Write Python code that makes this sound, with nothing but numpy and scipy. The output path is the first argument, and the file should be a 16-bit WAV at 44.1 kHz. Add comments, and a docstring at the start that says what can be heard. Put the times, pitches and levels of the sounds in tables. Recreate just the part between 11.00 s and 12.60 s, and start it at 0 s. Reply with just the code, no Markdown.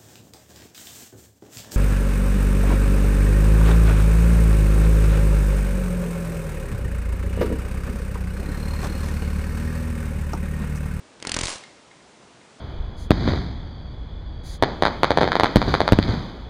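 """A large beetle on a hand beats its wings about 43 times a second, close to a small microphone in a quiet workroom.
On each stroke the two stiff wings act up to a few milliseconds apart: clicks excite a snap, shaped noise a crinkle.
Air pulses from some strokes reach the microphone, noise makes a dull swish, and decaying modes make knocks and taps.
The beats weaken into scratchy ticks as the wings fold; decaying noise makes the room's echo, over a steady hiss."""
import sys
import numpy as np
from scipy import signal
from scipy.fft import rfft, irfft
from scipy.io import wavfile

SR = 44100
rng = np.random.default_rng(int(sys.argv[2]) if len(sys.argv) > 2 else 0)


def unload_audio(sound):
    """Save the sound as a 16-bit wav file, at the path given as the first command line argument."""
    columns = np.transpose(np.atleast_2d(sound))
    # keep every value between -1 and 1, then stretch to whole-number steps
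    steps = np.round(np.clip(columns, -1, 1) * 32767)
    wavfile.write(sys.argv[1], SR, steps.astype(np.int16))


N = 70560  # samples, 1.6 s

# All levels are relative unless stated otherwise.
# steady hiss of room and microphone: [f/Hz, spectral level/dB per Hz]
HISS_SPECTRUM = [(15, -40), (25, -25), (59, -7), (145, -2), (245, -0.5), (331, 0), (482, -1), (775, -3.5),
                 (924, -4.5), (2170, -10.5), (2580, -11), (7590, -17), (10000, -22), (13000, -82),
                 (22000, -120)]
# colour of the air stirred between snaps: [f/Hz, level/dB]
SWISH_SPECTRUM = [(40, -14.5), (120, 2), (300, 2.5), (450, -2), (700, -13), (2500, -9), (6000, -33),
                  (10000, -44)]
# course of that swish: [t/s, level/dB]
SWISH_LEVEL = [(.19, -60), (.23, -34), (0.301, -26.5), (.35, -26), (.45, -34.5), (.5, -41)]
# wing strokes: [t/s, snap level/dB, crinkle level/dB, crinkle fade/s,
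#                other wing's scratch t/s, its level/dB, treble lift/dB]
STROKES = [(0.2021, -45, -14, 0.00079, .2008, -18, -5), (0.2258, -7, -1.5, 0.0012, .2282, -10.5, -1.5),
           (0.251, -8, -6, 0.00077, .2511, -5.5, -5), (.2710, 0, 2, 0.0034, .274, -1, 0),
           (0.2942, -1.5, 1.5, .002, .2967, -7.5, -1), (0.3181, 0.5, 4.5, 0.0014, .3212, -2, 0),
           (0.3425, 3.5, 0, 0.0011, .3458, 2, 0.5), (0.3656, 2.5, 1.5, 0.0014, .3689, 4, -1),
           (0.3892, 2.5, -3, 0.0071, .3926, -8, 2), (0.4135, -1, 3.5, 0.0013, .4105, 3, -0.5),
           (0.4356, -1, -1, 0.011, .4327, -2, 0), (0.4578, -5.5, -1, 0.0014, .4547, 0.5, 0),
           (0.4825, -7, -0.5, 0.0057, .4816, 1, -2), (.5050, -8, -6, 0.0029, .5018, -3, 1.5),
           (0.5244, -14, -8, .003, .5293, -4, -1), (.5571, -16, -8.5, .002, .5577, -12, -1.5)]
# colour of a snap: [f/Hz, level/dB]
SNAP_SPECTRUM = [(60, -13), (250, -2), (650, -2.5), (1100, -7.5), (1800, -2), (2900, 0), (3500, -3),
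                 (4400, 4.5), (5200, -5), (6200, -4), (8000, -7.5), (10000, -9.5)]
# colour of the crinkling membrane: [f/Hz, level/dB]
CRINKLE_SPECTRUM = [(60, 2.5), (280, 0.5), (650, 0.5), (1100, 1.5), (1800, -3), (2900, -0.5), (4300, 1),
                    (6000, 1), (8000, -1.5), (10000, -5)]
# colour of the room's echo: [f/Hz, level/dB]
ROOM_SPECTRUM = [(50, -18.5), (130, -5), (330, -3.5), (650, -1.5), (1100, -1), (2200, 0), (4300, -6.5),
                 (7000, -12.5), (10000, -17.5)]
# reverberation time of the room: [f/Hz, t60/s]
ROOM_DECAY = [(100, .4), (500, 0.62), (2000, 0.53), (5000, 0.72), (10000, 0.85)]
# strokes that knock the wing cases: [t/s, level/dB]
KNOCKS = [(.2503, -26), (.3689, -23), (.4353, -23.5)]
# modes of the wing cases: [f/Hz, level/dB, t60/s]
CASE_MODES = [(1040, -0.5, 0.018), (1380, -4, .016), (2160, -3.5, 0.017)]
# strokes whose air reaches the microphone: [t/s, level/dB, rise/s]
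PUFFS = [(0.2723, 0.5, 0.00039), (0.343, -2, 0.0015), (0.3664, 0.5, 0.0012), (0.3895, -1, 0.0014),
         (0.4136, 2.5, 0.00095), (0.4355, 3.5, 0.0017), (0.4579, -2, 0.0013)]
# scratchy ticks of folding wings and claws: [t/s, level/dB]
TICKS = [(0.4703, 0), (0.4769, -2.5), (0.4935, -2), (0.5165, -7.5), (0.537, -9), (.546, -17), (.5818, -16),
         (0.6083, -19), (0.6377, -20)]
# colour of the folding, applied on top of the snap and crinkle colours: [f/Hz, level/dB]
FOLDING_SPECTRUM = [(100, -10), (400, -4), (1000, 2), (3500, -0.5), (6000, 0), (10000, 1)]
# faint taps of the shell: [t/s, level/dB]
TAPS = [(.6375, -36), (.9135, -44), (1.006, -52), (1.4144, -51)]
# modes of the shell: [f/Hz, level/dB, t60/s]
SHELL_MODES = [(2120, -1, .045), (1880, -7, 0.033), (3300, -11, .03), (3770, -8, 0.035)]

HISS_DB = -51.5  # rms re full scale, ahead of the microphone
SNAP_DB, CRINKLE_DB, PUFF_DB, ROOM_DB = 1, -21.5, -23.5, -4
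BUCKLE_S, BUCKLE_SHARE = 0.00045, 0.46  # mean delay and mean size of the second buckle
BEND_S, BEND_DB = 0.00089, -7.5  # the membrane rustles as it bends before the snap
HOLD_S, GRAIN_DB = 0.00081, 2  # hold of the crinkle, spread of its grains
SCRATCH_FADE_S, SCRATCH_CLICK_DB = 0.0013, -8.5  # the other wing and the ticks scratch more than they click
TREBLE_HZ = 3000  # above this, a stroke is brighter or duller with the angle of the wing
ROOM_GAP_S, ROOM_BUILD_S = 0.0062, 0.0036
FOLD_S, FOLD_WIDTH_S, FOLD_DB = 0.508, 0.065, -11.5  # the wings rub as they fold
MIC_LOW_HZ = 7.5
MIC_SMEAR_HZ, MIC_POLE_RADIUS = 5200, 0.79  # the microphone's port delays the treble near this pitch
EDGE_HZ = 10120


def amp(db):
    """Level definition: 20 dB is a tenfold amplitude."""
    return 10 ** (np.asarray(db) / 20)


def unit(x):
    """Normalization to an rms of 1."""
    return x / np.sqrt(np.mean(x ** 2) + 1e-20)


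def read(points, hz):
    """Linear interpolation of a table along log frequency."""
    f, value = np.transpose(points)
    return np.interp(np.log(hz + 1), np.log(f + 1), value)


def add(mix, s, sound):
    """Superposition: a sound starting at s seconds is added to the mix in place."""
    part = mix[max(round(s * SR), 0):][:len(sound)]
    part += sound[:len(part)]


def colour(x, points, size=4096):
    """Minimum-phase filtering: the Hilbert transform of the log gain gives the phase of a causal filter."""
    hz = abs(np.fft.fftfreq(size, 1 / SR))
    log_gain = np.log(amp(np.maximum(read(points, hz), -100)))
    response = np.exp(np.conj(signal.hilbert(log_gain)))
    taps = np.fft.ifft(response).real
    return signal.fftconvolve(x, taps[:size // 2])[:len(x)]


def hiss():
    """Stationary noise: a white spectrum weighted by a fixed spectral density."""
    spectrum = rfft(rng.standard_normal(N))
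    gain = amp(read(HISS_SPECTRUM, np.fft.rfftfreq(N, 1 / SR)))
    return amp(HISS_DB) * unit(irfft(spectrum * gain, N))


def swish():
    """Flow noise: the air stirred by the beating wings is dull noise of varying level."""
    s, db = np.transpose(SWISH_LEVEL)
    level = np.interp(np.arange(N) / SR, s, amp(db), left=0, right=0)
    return level * colour(rng.standard_normal(N), SWISH_SPECTRUM)


def snap(db):
    """Buckling of a stiff sheet: one impulse and a weaker one of varying delay and size."""
    out = np.zeros(SR // 100)
    when, size = rng.uniform(-1, 1, 2)
    delay = int(BUCKLE_S * SR * (1 + 0.45 * when))
    out[0] = -1
    out[delay] -= BUCKLE_SHARE * (1 + 0.5 * size)
    return amp(SNAP_DB + db) * out


def crinkle(s, db, fade_s):
    """Amplitude envelope: exponential growth during bending, a jump, a brief hold and exponential decay."""
    t = np.arange(N) / SR - s
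    bend = amp(BEND_DB) * np.exp(-abs(t) / BEND_S)
    fade = np.exp(-np.maximum(t - HOLD_S, 0) / fade_s)
    return amp(db) * np.where(t < 0, bend, fade)


def scratch(s, db):
    """Friction event: a weak click train and the power envelope of one short rustle."""
    clicks = np.zeros(N)
    add(clicks, s, snap(db + SCRATCH_CLICK_DB))
    return clicks, crinkle(s, db, SCRATCH_FADE_S) ** 2


def membrane(clicks, power):
    """Crackling of a thin membrane: filtered impulses plus grainy noise of the given power envelope."""
    grain_level = GRAIN_DB * np.minimum(rng.exponential(1, N), 4)
    grains = unit(rng.standard_normal(N) * amp(grain_level))
    rustle = colour(grains * np.sqrt(power), CRINKLE_SPECTRUM)
    return colour(clicks, SNAP_SPECTRUM) + amp(CRINKLE_DB) * rustle


def wings():
    """Impulsive excitation: one wing snaps and crinkles, the other scratches just before or after."""
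    out = np.zeros(N)
    treble_filter = signal.butter(2, TREBLE_HZ, "highpass", fs=SR)
    for s, snap_db, crinkle_db, fade_s, other_s, other_db, lift_db in STROKES:
        clicks, power = scratch(other_s, other_db)
        add(clicks, s, snap(snap_db))
        # Incoherent rustles add in power.
        stroke = membrane(clicks, power + crinkle(s, crinkle_db, fade_s) ** 2)
        treble = signal.filtfilt(*treble_filter, stroke)
        out += stroke + (amp(lift_db) - 1) * treble
    return out


def room(x):
    """Reverberation: dense reflections build up after a short gap and decay at a rate set by frequency."""
    t = np.arange(SR) / SR
    hz, age, bands = signal.stft(rng.standard_normal(SR), SR, nperseg=256)
    decay = amp(-60 * age / read(ROOM_DECAY, hz)[:, None])
    tail = signal.istft(bands * decay, SR, nperseg=256)[1][:SR]
    tail = tail * np.clip((t - ROOM_GAP_S) / ROOM_BUILD_S, 0, 1)
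    response = colour(tail / np.linalg.norm(tail), ROOM_SPECTRUM)
    return amp(ROOM_DB) * signal.fftconvolve(x, response)[:N]


def struck(hits, modes):
    """Modal vibration: each hit on a hard part of the beetle excites a sum of decaying sinusoids."""
    out, t = np.zeros(N), np.arange(SR // 10) / SR
    for s, db in hits:
        ring = np.zeros(len(t))
        for hz, mode_db, t60 in modes:
            ring += amp(db + mode_db - 60 * t / t60) * np.sin(2 * np.pi * hz * t)
        add(out, s, ring)
    return out


def puffs():
    """Pressure pulse: each push of air is a one-sided swell that leaks away through a high-pass."""
    out, t = np.zeros(N), np.arange(SR // 20) / SR
    for s, db, rise_s in PUFFS:
        swell = t / rise_s * np.exp(1 - t / rise_s)
        add(out, s, amp(PUFF_DB + db) * swell)
    leak = signal.butter(2, MIC_LOW_HZ, "highpass", fs=SR, output="sos")
    return signal.sosfilt(leak, out)


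def folding():
    """Friction of folding wings: separate ticks over a rub that swells and subsides as a Gaussian."""
    clicks, power = np.sum([scratch(s, db) for s, db in TICKS], axis=0)
    t = np.arange(N) / SR
    rub = amp(FOLD_DB) * np.exp(-((t - FOLD_S) / FOLD_WIDTH_S) ** 2)
    return colour(membrane(clicks, power + rub ** 2), FOLDING_SPECTRUM)


def scene():
    """Superposition of the near beetle, its echo, the moving air and the background."""
    beetle = wings() + struck(KNOCKS, CASE_MODES) + folding() + struck(TAPS, SHELL_MODES)
    return (beetle + room(beetle) + swish() + puffs() + hiss())[None]


def record(dry):
    """All-pass dispersion: the microphone smears clicks without altering levels; a low-pass limits the band."""
    r = MIC_POLE_RADIUS
    poles = np.array([1, -2 * r * np.cos(2 * np.pi * MIC_SMEAR_HZ / SR), r ** 2])
    heard = signal.lfilter(poles[::-1], poles, dry)
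    low_pass = signal.firwin(201, EDGE_HZ, window=("kaiser", 7), fs=SR)
    return signal.oaconvolve(heard, low_pass[None], "same")


dry = scene()
out = record(dry)
unload_audio(out)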